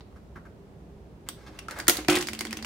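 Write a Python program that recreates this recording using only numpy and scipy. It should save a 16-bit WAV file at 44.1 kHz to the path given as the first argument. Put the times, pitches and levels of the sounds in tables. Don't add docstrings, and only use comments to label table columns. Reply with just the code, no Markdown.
import sys
import numpy as np
from scipy import signal
from scipy.fft import rfft, irfft
from scipy.io import wavfile

SR = 44100
rng = np.random.default_rng(int(sys.argv[2]) if len(sys.argv) > 2 else 0)


def transcribe(signal):
    frames = np.atleast_2d(signal).T
    limited = np.clip(frames, -1, 1)
    pcm = np.round(limited * 32767).astype(np.int16)
    wavfile.write(sys.argv[1], SR, pcm)


def level_to_linear(level):
    exponent = np.asarray(level, float) / 20
    return 10 ** exponent


N = 116865


def at_hz(points, hz):
    p = np.array(points, float)
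    return np.interp(np.log(np.maximum(hz, 1)), np.log(p[:, 0]), p[:, 1])


def rms_one(x):
    return x / np.sqrt(np.mean(x ** 2) + 1e-20)


def colour(x, table):
    n = x.shape[-1]
    gain = level_to_linear(at_hz(table, np.fft.rfftfreq(n, 1 / SR)))
    return irfft(rfft(x) * gain, n)


def peak(x, hz, width_hz):
    r = np.exp(-np.pi * width_hz / SR)
    poles = [1, -2 * r * np.cos(2 * np.pi * hz / SR), r * r]
    return signal.lfilter([(1 - r * r) / 2, 0, (r * r - 1) / 2], poles, x + 1e-18)


def peak_twice(x, hz, width_hz):
    return peak(peak(x, hz, width_hz), hz, width_hz)


def highpass(x, order, hz):
    return signal.sosfilt(signal.butter(order, hz, "high", fs=SR, output="sos"), x)


# (f/Hz, level/dB per Hz)
AIR_SPECTRUM = [(25, -16.5), (64, -6.5), (141, -13), (394, -18), (850, -27.5), (1500, -37), (4000, -46),
                (16000, -58.5)]
# (f/Hz, bandwidth/Hz, level/dB)
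DUCT_MODES = [(61.56, 4.5, -56), (118.4, 23, -63.5), (167.1, 7.5, -61), (204.4, 22, -61.5),
              (397.4, 9.8, -62), (14282, 15, -110)]
# (f/Hz, coherence/0-1)
COHERENCE = [(60, 0.93), (250, 0.88), (600, 0.7), (1200, 0), (2500, 0.05), (12000, 0)]
AIR_DB = -49


def air():
    hz = np.fft.rfftfreq(N, 1 / SR)
    alike = np.clip(at_hz(COHERENCE, hz), 0, 1)
    mid, side = rfft(colour(rng.standard_normal((2, N)), AIR_SPECTRUM))
    bed = irfft(np.sqrt(1 + alike) * mid + np.sqrt(1 - alike) * side * [[1], [-1]], N)
    duct = 0
    for f, width, db in DUCT_MODES:
        duct = duct + level_to_linear(db) * rms_one(peak_twice(rng.standard_normal(N), f, width))
    return level_to_linear(AIR_DB) * rms_one(bed) + duct


# (f/Hz, T60/s)
ROOM_T60 = [(200, 1), (600, 0.31), (1500, 0.29), (4000, 0.35), (10000, 0.26), (16000, 0.22)]
ROOM_DB, ROOM_GAP_S, WIDE_FROM_HZ = -1, 0.0018, 700
EARLY_DB, EARLY_S = -4, 0.0067


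def room(x):
    n = SR // 2
    t = np.arange(n) / SR
    white = rfft(rng.standard_normal((2, n)))
    octave = np.log2(np.fft.rfftfreq(n, 1 / SR) + 1)
    tail = 0
    for hz in 125 * 2. ** np.arange(8):
        band = np.clip(1 - np.abs(octave - np.log2(hz)), 0, 1)
        mid, side = irfft(white * band, n)
        wide = 1 / np.sqrt(1 + (WIDE_FROM_HZ / hz) ** 2)
        tail = tail + (mid + wide * side * [[1], [-1]]) * 1000. ** (-t / at_hz(ROOM_T60, hz))
    early = 1 + level_to_linear(EARLY_DB) * 4 * np.exp(-t / EARLY_S)
    tail = tail * (t > ROOM_GAP_S) * early
    tail = tail / np.sqrt(np.sum(tail ** 2) / 2)
    return level_to_linear(ROOM_DB) * signal.fftconvolve(x[None], tail, axes=1)[:, :N]


SWAY_HZ, SWAY_DB, SWAY_FROM_S, SWAY_WIDTH_HZ = 220, -43, 2.29, 39


def sway():
    t = np.arange(N) / SR
    wobble = rms_one(peak_twice(rng.standard_normal(N), SWAY_HZ, SWAY_WIDTH_HZ))
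    tone = np.sin(2 * np.pi * SWAY_HZ * t) + .45 * wobble
    onset = np.clip((t - SWAY_FROM_S) / 0.015, 0, 1)
    return level_to_linear(SWAY_DB) * onset * tone


# (f/Hz, level/dB, T60/s)
DESK_MODES = [(149, -24, 0.18), (235.5, -25, 0.52), (309.2, -2.5, 0.23), (350.2, -1, 0.094),
              (444, -15.5, 0.25), (543.4, -19, 0.2), (739, -9.5, 0.086), (1067, -13.5, 0.078)]
# (t/s, level/dB)
DESK_THUMPS = [(0.358, -45.5), (1.291, -46), (1.49, -43.5), (1.686, -43.5), (1.791, -40.5), (1.884, -19),
               (1.898, -36.5), (1.985, -30.5), (2.087, -34.5), (2.172, -23.5), (2.2, -30), (2.29, -45.5),
               (2.333, -37), (2.41, -36), (2.453, -37), (2.53, -39), (2.572, -42)]
THUMP_LAG_S, DESK_CUT_HZ, MODE_LUCK_DB = .0012, 190, 1.5


def desk():
    s, db = np.transpose(DESK_THUMPS)
    luck = rng.standard_normal((len(s), len(DESK_MODES)))
    out = 0
    for (hz, mode_db, t60), z in zip(DESK_MODES, luck.T):
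        push = np.zeros(N)
        push[((s + THUMP_LAG_S) * SR).astype(int)] = level_to_linear(db + mode_db + MODE_LUCK_DB * z)
        r = level_to_linear(-60 / (t60 * SR))
        w = 2 * np.pi * hz / SR
        out = out + signal.lfilter([0, np.sin(w)], [1, -2 * r * np.cos(w), r * r], push + 1e-18)
    return highpass(out, 2, DESK_CUT_HZ)


GRAINS_PER_S, GRAIN_SPREAD_DB = 3000, 1.5


def grains(n):
    noise, chance, size = rng.random((3, n))
    noise = noise - .5
    strength = level_to_linear(-GRAIN_SPREAD_DB * np.log(size + 0.015))
    return noise + (chance < GRAINS_PER_S / SR) * np.sign(noise) * strength


# (t/s, duration/s, level/dB, ring f/Hz, ring
# level/dB)
SLIDE_EVENTS = [(0.157, 0.032, -60, 1170, -4), (.355, 0.037, -54, 1210, 3.5),
                (.356, 0.0076, -63, 2000, -12), (0.45, 0.031, -58, 1260, 1), (1.262, 0.064, -56, 1870, -10),
                (1.463, 0.035, -52.5, 4300, -13), (1.364, 0.31, -58.5, 4330, -21),
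                (1.522, 0.29, -62, 2510, -14), (1.691, 0.079, -45, 1490, -10), (1.756, 0.1, -42, 1500, -12),
                (1.93, 0.12, -45.5, 2000, -7), (2.089, 0.049, -32, 2260, 0.5),
                (2.137, 0.071, -35.5, 2580, -2.5), (2.099, 0.072, -41, 8000, -1),
                (2.12, 0.037, -38, 2740, 0), (2.198, 0.052, -41, 2400, -8), (2.25, 0.76, -57.5, 2000, -3.5)]
# (f/Hz, level/dB)
RASP_SPECTRUM = [(300, 0), (800, 3), (1500, 1.5), (3000, -9), (6000, -13.5), (10000, -21), (16000, -27)]
SLIDE_Q = 1.26


def slides():
    out, t = np.zeros(N), np.arange(N) / SR
    grit = grains(N)
    rasp = rms_one(colour(grit, RASP_SPECTRUM))
    for s, length, db, hz, ring_db in SLIDE_EVENTS:
        x = np.clip((t - s) / length, 0, 1)
        ring = rms_one(peak_twice(grit, hz, hz / SLIDE_Q))
        out += level_to_linear(db) * np.sin(np.pi * x ** 0.5) * (rasp + level_to_linear(ring_db) * ring)
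    return out


# (t/s,
# peak level/dB, f/Hz, T60/s)
MODE_PINGS = [(1.2887, -25, 1160, 0.0063), (1.2883, -23, 2260, .004), (1.2883, -12.5, 3470, 0.0027),
              (1.2883, -20, 4640, 0.0036), (1.2883, -10.5, 7940, 0.0024), (1.2883, -18.5, 10300, 0.0029),
              (1.591, -31.5, 2780, 0.015), (1.591, -39, 5730, .02), (1.591, -35, 9600, .008),
              (1.686, -23.5, 1340, 0.02), (1.7005, -39, 1260, 0.0095), (1.7105, -30, 1800, .01),
              (1.711, -35, 4280, 0.015), (1.798, -27, 1600, .02), (1.882, -12, 1944, 0.026),
              (1.883, -24, 1090, 0.019), (1.882, -15, 1394, 0.048), (1.883, -28, 714, 0.081),
              (1.97, -35, 3890, 0.009), (2.0865, -16.5, 308, 0.37), (2.087, -19, 357.4, 0.39),
              (2.092, -31.5, 151.4, 0.25), (2.0862, -14.5, 738, 0.039), (2.085, -23, 1083, 0.034),
              (2.091, -25.5, 1342, .08), (2.085, -17, 1690, .015), (2.125, -25, 2520, .015),
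              (2.1435, -19, 2550, .01), (2.16, -19, 3850, .012), (2.21, -26, 1800, .018),
              (2.271, -35, 4740, .008), (2.271, -28, 7860, .006), (2.286, -28.5, 2980, 0.016),
              (2.286, -26, 1510, .012), (2.3321, -40, 2560, 0.014), (2.409, -28, 4700, .01),
              (2.409, -28, 1890, .01), (2.409, -30, 8000, 0.01), (2.509, -39, 9540, .01),
              (2.509, -35, 2440, .01), (2.5285, -33, 1770, 0.011), (2.529, -28, 5200, .01),
              (2.571, -33, 2650, .014), (2.572, -32.5, 6150, 0.014), (2.627, -41, 4750, .008)]
PING_RISE_S = 0.00024


def pings():
    out, t = np.zeros(N + SR), np.arange(SR // 2) / SR
    rise = 1 - np.exp(-t / PING_RISE_S)
    for s, db, hz, t60 in MODE_PINGS:
        i = int(s * SR)
        out[i:i + len(t)] += level_to_linear(db - 60 * t / t60) * np.sin(2 * np.pi * hz * t) * rise
    return out[:N]


# (f/Hz, level/dB)
CRACK_SPECTRUM = [(150, -43), (400, -9.5), (1000, -3.5), (2000, -3), (4000, 0.5), (7000, 2), (11000, -2.5),
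                  (16500, -4)]
# (f/Hz, bandwidth/Hz, level/dB)
SHELL_MODES = [(1110, 67, -19), (2000, 220, 0), (2820, 330, -10), (4530, 200, -0.5), (8000, 610, -7),
               (10000, 1000, -8.5)]
EDGE_TOUCHES = [
    (0.1254, -50.5, 1110, 2.5, -8),
    (1.5875, -29.5, 2700, 9.7, -4),
    (1.7098, -26, 1800, 2.6, -2.5),
    (1.7993, -21.5, 1580, 6.2, -3.5),
    (1.9683, -21.5, 3920, 7.2, -1.5),
    (1.9894, -30, 2080, 3.4, -7),
    (2.0463, -32.5, 2290, 7, -7),
                (.007, -39.5, 4130, 2.7, -9.5),
    (1.288, -19.5, 14100, 1.3, -2),
    (1.6833, -31, 1370, 4.4, -5.5),
    (1.209, -61, 1530, 3, -3.5),
    (1.699, -39, 1440, 3.5, -4),
    (1.787, -27, 1600, 6.4, 2),
    (1.868, -28.5, 1870, 7.9, -5),
]
CASE_KNOCKS = [(1.8807, 0.5, 11400, 2.47, 5.5), (1.881, -4, 6720, 3.8, -2), (1.8832, -12, 3180, 7, -4),
               (1.896, -3, 12600, 2.64, -3.5), (1.9194, -30, 8400, 2.8, -5), (2.081, -24, 3000, 7.3, -2),
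               (2.0841, -9, 2400, 2.6, -4), (2.098, -11.5, 3020, 4, -4), (2.102, -15.5, 6400, 4.2, 0.5),
               (2.111, -26, 9050, 5.5, 5), (2.127, -22.5, 5500, 7, -2), (2.1538, -13, 2600, 4, -1),
               (2.1613, -19, 8000, 3.5, 0), (2.1692, -14.5, 1870, 1.25, -8.5),
               (2.1719, -18.5, 3970, 4, -3.5), (2.186, -21, 9600, 2.8, -4), (2.208, -22, 4800, 3.2, -2),
               (2.2106, -20.5, 6460, 5.4, -2.5), (2.2247, -21.5, 3030, 4.6, -2)]
CASE_ROCKING = [(2.2698, -20, 4820, 5.6, -1.5), (2.2844, -18.5, 2080, 6.6, -3),
                (2.332, -21, 2680, 5.3, -2.5), (2.3473, -31, 3000, 8.6, -3.5), (2.39, -24.5, 4500, 4.5, -1),
                (2.4073, -18.5, 2050, 5.6, -3.5), (2.4504, -23.5, 1810, 4.5, -3),
                (2.4668, -31.5, 3240, 9.3, -4), (2.5082, -27.5, 2520, 3.3, -3),
                (2.516, -34.5, 2830, 5.1, -5.5), (2.5266, -22.5, 1830, 7.2, -4),
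                (2.5694, -25, 2820, 5, -2.5), (2.588, -31.5, 3160, 5.1, -8.5),
                (2.6246, -26.5, 4560, 5.9, -4.5), (2.6454, -25, 2620, 7.1, -4.5)]
RING_DB, RING_Q, DULL_RING = -3.0, 6.0, 1.0
SHELL_LUCK_DB = 3.5


def contacts(rows):
    out = np.zeros((3, N + SR))
    t, f = np.arange(-128, 896) / SR, np.fft.rfftfreq(1024, 1 / SR)
    for s, db, hz, ms, tilt_db in rows:
        x = np.maximum(t, 0) / (np.clip(ms, .3, 12) * 0.00016)
        shape = x ** 2 * np.exp(-x)
        burst = rfft(rng.standard_normal((2, 1024)) * shape)
        burst = irfft(burst / np.sqrt(np.abs(burst)), 1024) * np.sqrt(shape)
        click = np.arange(1024) == 170
        parts = colour(np.vstack([burst, click]), CRACK_SPECTRUM)
        tilt = level_to_linear(tilt_db * np.log2(np.maximum(f, 900) / 2000))
        parts = irfft(rfft(parts) * tilt, 1024)
        shell = 0
        for mode_hz, width, mode_db in SHELL_MODES:
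            gain = level_to_linear(mode_db + SHELL_LUCK_DB * rng.standard_normal())
            shell = shell + gain * peak(parts, mode_hz, width)
        ring = level_to_linear(RING_DB - DULL_RING * tilt_db) * np.sqrt(RING_Q) * peak(parts, hz, hz / RING_Q)
        parts = parts + shell + ring
        parts[2] *= np.sqrt(np.sum(parts[0] ** 2) / np.sum(parts[2] ** 2))
        i = int(s * SR)
        out[:, i:i + 1024] += level_to_linear(db) * parts / np.abs(parts[0]).max()
    return out[:, 128:N + 128]


LEFT_LAG_S, LEFT_DB = -0.000011, -.75
EDGE_SIDE_DB, PING_ROOM_DB = -3, -6.5


def scene():
    near, apart, far = contacts(EDGE_TOUCHES + CASE_KNOCKS + CASE_ROCKING)
    rub, clear = slides(), pings()
    near = near + desk() + rub + sway() + clear
    apart = level_to_linear(EDGE_SIDE_DB) * highpass(apart, 1, 1200)
    lag = np.exp(-2j * np.pi * np.fft.rfftfreq(N, 1 / SR) * LEFT_LAG_S)
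    direct = np.array([irfft(rfft(near) * lag, N) + apart, near - apart])
    to_room = far + rub + level_to_linear(PING_ROOM_DB) * highpass(clear, 2, 600)
    balance = level_to_linear(LEFT_DB * np.array([[1], [-1]]))
    return (direct + room(to_room) + air()) * balance


def low_pass(x):
    return signal.sosfilt(signal.butter(12, 17160, fs=SR, output="sos"), x)


TOP, CUTOFF_HZ = .9, 16500


def record(dry):
    x = highpass(TOP * np.tanh(dry / TOP), 4, 40)
    x = signal.sosfilt(signal.cheby2(10, 60, CUTOFF_HZ + 700, fs=SR, output="sos"), x)
    return low_pass(x)


dry = scene()
out = record(dry)
transcribe(out)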